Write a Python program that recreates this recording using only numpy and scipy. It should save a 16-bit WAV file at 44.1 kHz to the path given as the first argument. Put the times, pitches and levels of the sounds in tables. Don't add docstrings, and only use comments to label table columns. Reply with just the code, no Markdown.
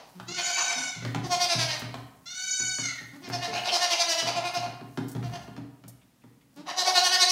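import sys
import numpy as np
from scipy import signal
from scipy.fft import rfft, irfft, next_fast_len
from scipy.io import wavfile
from scipy.ndimage import map_coordinates

SR = 44100
rng = np.random.default_rng(int(sys.argv[2]) if len(sys.argv) > 2 else 0)


def waveform_to_disk(signal):
    frames = np.transpose(np.atleast_2d(signal))
    scaled = np.clip(frames, -1, 1) * 32767
    samples = np.round(scaled).astype(np.int16)
    wavfile.write(sys.argv[1], SR, samples)


N = 322371
TIME = np.arange(N) / SR
TOP_HZ = 15800

# frequency in Hz, relative level in dB.
AIR_SPECTRUM = [(15, -59.5), (25, -23), (64, -4), (99, -14.5), (122, 5), (160, -0.5), (281, 0.5),
                (359, -12), (537, -13.5), (666, -16.5), (782, -16.5), (2850, -22.5), (4500, -23.5),
                (15500, -28)]
NANNY_THROAT = [(60, -36), (360, -7.5), (500, -1), (720, 5.5), (1090, -1), (1380, -7.5), (2150, -9.5),
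                (2900, -10), (3550, -13.5), (4150, -10), (6200, -13.5), (7200, -25.5), (10000, -31),
                (15500, -43.5)]
NANNY_NOSE = [(50, -16.5), (170, 8), (320, -2), (600, -13.5), (1000, -14.5), (2000, -24), (5000, -24),
              (15000, -53)]
KID_THROAT = [(750, -15), (1500, 1.5), (2250, -6), (3000, -0.5), (3800, -0.5), (4500, 1), (5250, -0.5),
              (6000, 1.5), (6800, 2), (7500, -8), (8300, -13.5), (10500, -23), (13000, -31.5), (15500, -37)]
GRIT_SPECTRUM = [(500, 6.5), (2000, -23), (5000, 2), (9000, 2), (15500, 0)]
CLICK_SPECTRUM = [(200, -7.5), (700, 6), (1300, 3), (2100, -2.5), (3500, -6.5), (6000, -13), (10000, -27),
                  (15500, -33.5)]
STEP_SPECTRUM = [(300, -14), (1200, -10), (2500, 3), (3300, -4), (5000, -14), (15500, -26.5)]
# start in seconds, level in dB, 60 dB decay time in seconds.
SCUFFS = [(0.111, -57, 0.03), (1.264, -50, 0.13), (1.793, -38, 0.054), (3.067, -55, 0.082),
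          (3.287, -41, 0.051), (4.535, -46, 0.098), (5.042, -52, 0.015), (5.082, -41, 0.09),
          (5.115, -38, 0.037), (5.88, -37.5, 0.044), (6.542, -53, 0.016), (6.561, -43, 0.016)]
# start and length in seconds, first and last pitch in Hz, level in dB.
GRUNTS = [(0.133, 0.094, 190.7, 175, -49), (0.273, 0.063, 339.4, 381, -43),
          (0.747, 0.077, 237.5, 290, -46.5), (1.231, 0.041, 379.4, 345, -38), (3.119, 0.061, 265, 303, -47),
          (3.205, 0.068, 330, 404.3, -49), (3.469, 0.045, 453, 434, -38), (6.554, 0.078, 273, 319, -44)]
# start in seconds, strength in dB, spot from rim 0 to middle 1,
# hardness of the contact from 0 to 1.
HOOF_FALLS = [(0.199, -53, 0.52, 0.94), (0.962, -51, 1, 0.1), (1.024, -45, 0.82, 0.35),
              (1.05, -41.5, 0.31, 0.74), (1.147, -35.5, 0.54, 0.7), (1.55, -39, 0.79, 0.06),
              (1.82, -44.5, 0.53, 0.62), (1.942, -48, 0.15, 0.96), (2.6, -50.5, 0.26, .7),
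              (2.785, -46, 0.3, 0.75), (3.011, -54, 0.58, 0.56), (3.277, -46, 0.22, 0.5),
              (3.3, -42.5, .18, 0.67), (3.499, -51, 0.51, 0.5), (4.226, -46, 0.22, 0.7),
              (4.354, -49, 0.38, 0.5), (4.567, -48.5, 0.63, 0.1), (4.661, -47.5, 0.39, 0.63),
              (4.811, -47, 0.21, 0.13), (4.974, -35.5, 0.1, 0.46), (5.15, -37.5, 0.78, 0.08),
              (5.166, -48.5, 0.16, 0.55), (5.228, -45, 0.73, 0.38), (5.298, -46.5, 0.8, 0.2),
              (5.478, -48.5, 0.22, 0.28), (5.565, -55, 0.35, 0.81), (5.578, -43.5, 0.18, 0),
              (5.838, -54.5, 0.67, 0.45), (6.238, -57.5, 0.22, 0.28)]
# frequency in Hz, relative level in dB, 60 dB decay time in seconds.
BOX_MODES = [(69.8, -23, 0.41), (120.7, -1, 0.41), (156.6, 2, 0.12), (192, -10.5, 0.15), (217.6, -0.5, 0.1),
             (254.2, -0.5, 0.13), (283.3, -0.5, 0.13), (323.4, -3, 0.075), (387.5, -1, 0.13),
             (462, -6, 0.08), (617, -5.5, 0.082), (805, -9, 0.087), (946, -12.5, 0.1)]
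# start, voice break and end in seconds, top pitch in Hz, scoop as a share
# of that pitch, share lost per second after the break, relative level in dB, tiring in dB per second,
# settled roughness from 0 to 1, relative level of the last squeal in dB.
KID_CRIES = [(0.266, 0.878, 1.45, 775.7, .19, 0.56, -26.5, 10, 0.36, -42.5),
             (2.255, 2.807, 3.04, 770.5, .13, 0.77, -27.5, 9, 0.09, -38)]
# start and length in seconds, pitch in Hz,
# level, nasal band and brightness in relative dB, roughness from 0 to 1, upper resonance in Hz.
BREATH_PUSHES = [ (0.368, 0.051, 351.6, -41, 6, 3.5, 0.46, 4700),
                 (0.456, 0.06, 356.9, -40, 0.5, 2.5, 0.27, 4500),
                 (0.56, 0.051, 360.2, -36.5, 2.5, -1, 0.51, 4400),
                 (0.634, 0.046, 353.8, -50.5, 6, 8, 0.76, 4300),
                 (0.691, 0.053, 352.2, -40, 1.5, -5, 0.54, 4400),
                 (0.801, 0.037, 338.9, -49, 3, 4, 0.7, 4400),
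                 (1.23, 0.043, 361.4, -45.5, -19, 0, 0.31, 4500),
                 (1.302, .054, 353.9, -27.5, -9, -2, 0.13, 4500),
                 (1.397, 0.06, 354.2, -31.5, -4.5, 4, 0.15, 4900),
                 (1.489, 0.056, 340.2, -33.5, 0.5, 4.5, 0.25, 4900),
                 (1.577, 0.065, 324.4, -37, 1.5, 6, 0.29, 5100),
                 (1.671, 0.085, 309.8, -39, 0, 1.5, 0.4, 4900),
                 (3.227, 0.055, 350.9, -53.5, 3.5, 1, 0.32, 4800),
                 (3.318, .045, 353.8, -37, -5.5, -1, 0.23, 4800),
                 (3.411, 0.057, 350.2, -36.5, -1, -1.5, 0.35, 4800),
                 (3.52, 0.077, 352.5, -36, -1, -5, 0.56, 4600),
                 (3.64, 0.066, 359.9, -35.5, -3, -1, 0.55, 4400),
                 (3.717, 0.059, 347.8, -30.5, -9.5, 2.5, 0.42, 5700),
                 (3.801, 0.058, 357.4, -34.5, 1, 5, 0.2, 5500),
                 (3.895, 0.053, 340.1, -30, -3.5, 2, 0.32, 5600),
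                 (3.984, 0.048, 339.1, -33, -1.5, 5.5, .18, 5400),
                 (4.077, 0.062, 330.7, -33, -1.5, 5.5, 0.16, 5100),
                 (4.171, 0.044, 329.3, -33.5, 1.5, 3.5, 0.11, 5300),
                 (4.258, 0.046, 340.8, -32.5, -4.5, -1, 0.6, 5000),
                 (4.351, 0.046, 347, -30.5, -6.5, -7, 0.24, 4900),
                 (4.436, 0.06, 351.9, -32.5, -5, -6.5, 0.23, 4700),
                 (4.534, 0.05, 351.1, -34, -4.5, -4.5, 0.28, 4700),
                 (4.612, 0.053, 349.6, -41.5, -11, -7, 0.54, 4500),
                 (5.226, 0.055, 347.8, -45.5, -7, -11, 0.2, 4600),
                 (5.321, 0.052, 350.1, -41.5, -7.5, -6.5, 0.46, 4600),
                 (5.41, 0.038, 347.8, -53.5, -13, -2, .4, 4600),
                 (6.667, 0.057, 366.5, -36, -3, -4.5, .8, 5200),
                 (6.767, 0.064, 363, -30.5, -8, 1, 0.36, 5000),
                 (6.851, 0.058, 369.6, -28.5, -4.5, 2, 0.33, 4700),
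                 (6.941, 0.06, 360.1, -29, -1, 4.5, 0.17, 4800),
                 (7.03, 0.055, 360.8, -30.5, -1, 6.5, 0.18, 4900),
                 (7.112, 0.052, 367.6, -30, 1, 5.5, 0.1, 4900),
                 (7.193, 0.051, 362.9, -29, -2, 7.5, 0.1, 5600),
                 (7.284, 0.055, 363.5, -30.5, -1.5, 9.5, 0.12, 5700)]
# start and length in seconds, the resonance's first frequency,
# last frequency and width in Hz, level in dB.
RASPS = [(0.567, 0.061, 980, 960, 294.6, -35), (3.564, 0.044, 2780, 3030, 450, -36.5),
         (3.674, 0.038, 2530, 3303, 600, -29), (3.914, .035, 3144, 2820, 797, -30)]
# start in seconds, level in dB.
LIGHT_STEPS = [(6.014, -52.5), (6.214, -57.5), (6.41, -56)]
# time in seconds, cut in her room sound in dB.
NEARNESS = [(4.7, 0.5), (6.8, 2)]
# frequency in Hz, 60 dB decay time in seconds.
BARN_DECAY = [(100, 1), (300, 0.67), (1000, 0.85), (3000, 0.67), (6000, 0.45), (10000, 0.54), (16000, 0.2)]
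# delay in seconds, relative gain.
ECHOES = [(.0043, 0.11), (.0074, 0.16), (.0118, 0.4), (.0173, .16), (.0236, -0.063)]


def amp(db):
    return 10 ** (np.asarray(db) / 20)


def unit_rms(x):
    return x / np.sqrt(np.mean(x ** 2) + 1e-20)


def lookup(table, hz):
    table_hz, value = np.transpose(table)
    return np.interp(np.log(hz + 1), np.log(table_hz + 1), value)


def add(mix, start, sound):
    part = mix[max(round(start * SR), 0):][:len(sound)]
    part += sound[:len(part)]


def colour(x, spectrum, size=2048):
    log_gain = np.log(amp(lookup(spectrum, abs(np.fft.fftfreq(size, 1 / SR)))))
    taps = np.fft.ifft(np.exp(np.conj(signal.hilbert(log_gain)))).real
    return signal.oaconvolve(x, taps[:size // 2])[:len(x)]


def noise(spectrum, samples=N, size=2048):
    return unit_rms(colour(rng.standard_normal(samples), spectrum, size))


def split(x, edge_hz, order=12):
    low = irfft(rfft(x) / (1 + (np.fft.rfftfreq(len(x), 1 / SR) / edge_hz) ** order), len(x))
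    return low, x - low


def low_cut(x, edge_hz, order=4):
    return signal.sosfilt(signal.butter(order, edge_hz, "high", fs=SR, output="sos"), x)


def resonate(x, hz, width_hz):
    turn = np.exp(2j * np.pi * np.cumsum(hz) / SR)
    pole = np.exp(-np.pi * width_hz / SR)
    return 2 * (turn * signal.lfilter([1 - pole], [1, -pole], x / turn + 1e-18)).real


def wander(rate_hz):
    return unit_rms(split(rng.standard_normal(N), rate_hz, order=4)[0])


def fizz(crackle=0.38, patchy_db=3, above_hz=1500):
    grains = rng.standard_normal(N) * np.exp(crackle * wander(900))
    return low_cut(unit_rms(colour(grains, GRIT_SPECTRUM)), above_hz) * amp(patchy_db * wander(4.7))


def still_air(db=-63):
    return amp(db) * noise(AIR_SPECTRUM, size=8192)


def dying_echo(db=-47, t60=0.65):
    return noise(NANNY_THROAT) * amp(db - 60 * np.minimum(TIME / t60, 2))


def straw(db=-65.5, calm_s=5.42, settle_s=0.61, calm_db=-15):
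    return fizz() * amp(db + calm_db * np.clip((TIME - calm_s) / settle_s, 0, 1))


def scuffs(steps_per_s=7):
    out, t = np.zeros(N), np.arange(SR // 5) / SR
    for start, db, t60 in SCUFFS:
        grains = rng.standard_normal(len(t)) * rng.exponential(1, len(t))
        envelope = amp(db - 60 * t / t60) * (1 - np.exp(-t / 0.0015))
        add(out, start, unit_rms(colour(grains, GRIT_SPECTRUM)) * envelope)
    steps = (rng.random(N) < steps_per_s / SR) * rng.uniform(.3, 3.8, N)
    tap = noise(CLICK_SPECTRUM, len(t)) * amp(-71 - 60 * t / 0.019)
    return out + signal.oaconvolve(steps, tap)[:N]


def folds(hz, breathy):
    cycles = np.cumsum(hz) / SR
    starts = np.flatnonzero(np.diff(np.floor(cycles)))
    fraction = (np.ceil(cycles[starts]) - cycles[starts]) * SR / hz[starts]
    taps = np.arange(-8, 9)
    offset = taps - fraction[:, None]
    shapes = np.sinc(offset) * np.sinc(offset / taps[-1])
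    pulses = np.zeros(len(hz))
    np.add.at(pulses, np.clip(starts[:, None] + taps, 0, len(hz) - 1), shapes)
    puffs = (0.59 + np.exp(-(cycles % 1) / 0.52)) * rng.standard_normal(len(hz))
    share = np.clip(breathy, 0, 1)
    return np.sqrt(1 - share ** 2) * unit_rms(pulses - pulses.mean()) + share * unit_rms(puffs)


def grunts(jitter=0.02029):
    out = np.zeros(N)
    for start, length, from_hz, to_hz, db in GRUNTS:
        hz = np.linspace(from_hz, to_hz, int(length * SR))
        hz *= 1 + jitter * wander(130)[:len(hz)]
        hum = unit_rms(colour(folds(hz, breathy=0.39), NANNY_NOSE))
        add(out, start, amp(db) * hum * signal.windows.tukey(len(hz), .6))
    return out


def hooves_on_boxes(spot_db=9, soft_db=-21, click_t60=0.046, crack_t60=0.014):
    out, t = np.zeros(N), np.arange(SR // 2) / SR
    hz, db, t60 = np.transpose(BOX_MODES)[:, :, None]
    deep = hz[:, 0] < 215
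    for start, strength, spot, hardness in HOOF_FALLS:
        coupling, detune = rng.standard_normal((2, len(BOX_MODES), 1))
        tones = np.sin(2 * np.pi * hz * (1 + 0.005784 * detune) * t)
        modes = np.sign(coupling) * amp(db + 2 * coupling - 60 * t / t60) * tones
        body = modes[deep].sum(0) * (1 - np.exp(-t / 0.0069))
        lid = modes[~deep].sum(0) * (1 - np.exp(-t / 0.0027))
        tilt_db = spot_db * (spot - .5)
        boom = amp(strength + tilt_db + 0.2) * body / body[t < .045].std()
        knock = amp(strength - tilt_db - 1) * lid / lid[t < .03].std()
        snap = amp(15 - 60 * t / click_t60) + amp(11 - 60 * t / crack_t60)
        click = noise(CLICK_SPECTRUM, len(t)) * amp(strength + soft_db * (1 - hardness)) * snap
        add(out, start, boom + knock + click)
    return out


def floor_bounce(x, delay_s, gain, sway):
    delay = delay_s * (1 + sway * wander(2.27))
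    return x + gain * map_coordinates(x, [(TIME - delay) * SR], order=3)


def flutter(x, depth_db, rate_hz, bands=20):
    hz, t, spectra = signal.stft(x, SR, nperseg=512, noverlap=384)
    swells = rng.standard_normal((2 * len(t), bands))
    band = np.minimum(hz / TOP_HZ, 1) ** .7 * (bands - 1)
    grid = np.meshgrid(band, t * rate_hz * 2, indexing="ij")
    gain = unit_rms(amp(depth_db * map_coordinates(swells.T, grid, order=1, mode="nearest")))
    return signal.istft(spectra * gain, SR, nperseg=512, noverlap=384)[1][:len(x)]


def kid_cry(start, breaks, end, top_hz, scoop, fall_per_s, db, tiring_db_per_s, settled, squeal_db,
            scoop_s=.066, sag_per_s=.07, open_s=0.22, settle_s=0.22, break_s=.048,
            shut_hz=5370, open_hz=6300, fade_db_per_s=118, jitter=0.0319, shimmer=0.99):
    age = np.clip(TIME - start, 0, end - start)
    after = np.clip(TIME - breaks, 0, end - breaks)
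    shut = np.maximum(1 - age / open_s, 0)
    broken = np.minimum(after / break_s, 1)
    rough = settled + (0.404 - settled) * np.exp(-(age / settle_s) ** 4)
    rough += (0.8 - rough) * broken
    hz = top_hz * (1 - scoop * np.exp(-age / scoop_s) - sag_per_s * age - fall_per_s * after)
    hz *= 1 + jitter * rough * wander(203) + (0.0044 + 0.008 * rough) * wander(29.2)
    stutter = np.exp(shimmer * rough * (wander(45) - .4))
    voice = colour(folds(hz, breathy=0.22 * rough), KID_THROAT)
    pierce_hz = open_hz + (shut_hz - open_hz) * shut
    voice += 0.83 * resonate(voice, pierce_hz, width_hz=300)
    low, high = split(floor_bounce(voice, delay_s=.0005, gain=.35, sway=.06), 5600)
    bright = np.clip(amp(-2 - 6.5 * shut - 85 * after), 0, .92)
    level = amp(db - 13.5 * shut - tiring_db_per_s * age - fade_db_per_s * after)
    cry = level * (np.sqrt(1 - bright ** 2) * unit_rms(low) + bright * unit_rms(high))
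    squeal = np.sqrt(2) * np.sin(3 * 2 * np.pi * np.cumsum(hz) / SR)
    cry += squeal * ((1 - broken) * amp(-39) * (1 - shut) ** 2 + broken * amp(squeal_db - 54 * after))
    gate = np.clip((TIME - start) / 0.018, 0, 1) * np.clip((end - TIME) / 0.019, 0, 1)
    return gate * stutter * amp(-5) * flutter(cry, depth_db=3, rate_hz=14)


def nanny_bleats(rise_s=.018, fall_s=.012, flick=.03, flick_s=.012, sag=.026, collapse=.06,
                 jitter=.034, shimmer=0.34, vowel_hz=718, rattle_hz=820, hiss_linger_s=.025):
    start, length, pitch, level, nasal, bright, rough, ring_hz = np.transpose(BREATH_PUSHES)[:, :, None]
    t = TIME[::32]
    age = np.maximum(t - start, 0)
    past_end = np.maximum(t - start - length + .01, 0)
    push = np.clip((t - start) / rise_s / 2 + .5, 0, 1) ** 2 * np.exp(-past_end / fall_s)
    slack = 1 - np.exp(-past_end / .012)
    late = np.minimum(age / length - .5, 1)
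    weight = (push + 1e-9) / (push + 1e-9).sum(0)

    def follow(per_push):
        return np.interp(TIME, t, (weight * per_push).sum(0))

    effort = np.interp(TIME, t, np.minimum(push.sum(0), 1)) * amp(follow(level))
    roughness = follow(rough + .42 * slack)
    hz = follow(pitch * (1 + flick * np.exp(-age / flick_s) - sag * late - collapse * slack))
    pulses = folds(hz * (1 + jitter * roughness * wander(169.9)), breathy=roughness)
    stutter = np.exp(shimmer * np.minimum(roughness, .7) * (wander(210) - .4))
    low, upper = split(colour(pulses * stutter, NANNY_THROAT), 1500)
    middle, high = split(floor_bounce(upper, delay_s=.00085, gain=.4, sway=.2), 3500)
    low += 0.69 * resonate(low, vowel_hz * (1 - 0.093 * follow(late)), width_hz=110)
    tension = 1 - 0.29 * follow(late) + 0.055 * wander(2.4)
    high += 0.4 * resonate(high, follow(ring_hz) * tension, width_hz=900)
    rattle = folds(hz, breathy=1)
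    for _ in range(2):
        rattle = resonate(rattle, rattle_hz * tension, width_hz=330)
    swell_db = 3 * follow(np.cos(np.pi * np.minimum(late, .5)) - .7)
    mouth = unit_rms(low) + amp(-2) * roughness * unit_rms(rattle)
    mouth += amp(follow(nasal)) * unit_rms(middle) + amp(1.1 + follow(bright) + swell_db) * unit_rms(high)
    escape = effort * amp(-27 + follow(bright + 8 * slack))
    linger = np.exp(-1 / (hiss_linger_s * SR))
    airflow = signal.lfilter([1 - linger], [1, -linger], escape)
    return flutter(effort * mouth, depth_db=3, rate_hz=22) + airflow * fizz()


def rasps(pitch_hz=350):
    out = np.zeros(N)
    for start, length, from_hz, to_hz, width_hz, db in RASPS:
        hz = np.linspace(from_hz, to_hz, int(length * SR))
        puffs = folds(np.full(len(hz), pitch_hz), breathy=1)
        ring = resonate(resonate(puffs, hz, width_hz), hz, width_hz)
        add(out, start, amp(db) * unit_rms(ring) * signal.windows.tukey(len(ring), .6))
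    return out


def light_steps(rise_s=0.0051, t60=0.051):
    out, t = np.zeros(N), np.arange(SR // 5) / SR
    for start, db in LIGHT_STEPS:
        envelope = amp(db - 60 * t / t60) * (1 - np.exp(-t / rise_s))
        add(out, start, noise(STEP_SPECTRUM, len(t)) * envelope)
    return out


def scatter(x, spread_s, bands=24):
    padded = next_fast_len(N + SR)
    hz = np.fft.rfftfreq(padded, 1 / SR)
    delay = np.interp(hz, np.linspace(0, TOP_HZ, bands), spread_s * rng.random(bands))
    phase = 2 * np.pi * np.cumsum(delay) * SR / padded
    return irfft(rfft(x, padded) * np.exp(-1j * phase), padded)[:N]


def barn(x, tail_db, echo_db, nearness=1):
    hz, t, spectra = signal.stft(rng.standard_normal(SR), SR, nperseg=256)
    decay = amp(-60 * t / lookup(BARN_DECAY, hz)[:, None])
    tail = signal.istft(spectra * decay, SR)[1][:SR]
    tail *= np.clip((TIME[:SR] - .005) / 0.0018, 0, 1)
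    response = amp(tail_db) * tail / np.linalg.norm(tail)
    for delay, gain in ECHOES:
        response[int(delay * SR)] += gain * amp(echo_db)
    return x + signal.oaconvolve(x, response)[:N] / nearness


def scene(chest_hz=130):
    nanny = low_cut(nanny_bleats() + rasps() + grunts(), chest_hz, order=2)
    nanny = scatter(nanny, spread_s=.001)
    kid = sum(kid_cry(*cry) for cry in KID_CRIES)
    nearness = amp(np.interp(TIME, *np.transpose(NEARNESS)))
    out = barn(nanny, tail_db=-2, echo_db=-13, nearness=nearness)
    out += barn(kid, tail_db=-1, echo_db=-2)
    out += barn(hooves_on_boxes(), tail_db=-2.5, echo_db=0)
    out += barn(scuffs() + light_steps(), tail_db=-7.5, echo_db=1)
    return (out + straw() + dying_echo() + still_air())[None]


def record(dry, bass_hz=35):
    band_limit = signal.firwin(511, TOP_HZ, window=("kaiser", 9), fs=SR)
    return signal.oaconvolve(low_cut(dry, bass_hz), band_limit[None], "same")


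dry = scene()
out = record(dry)
waveform_to_disk(out)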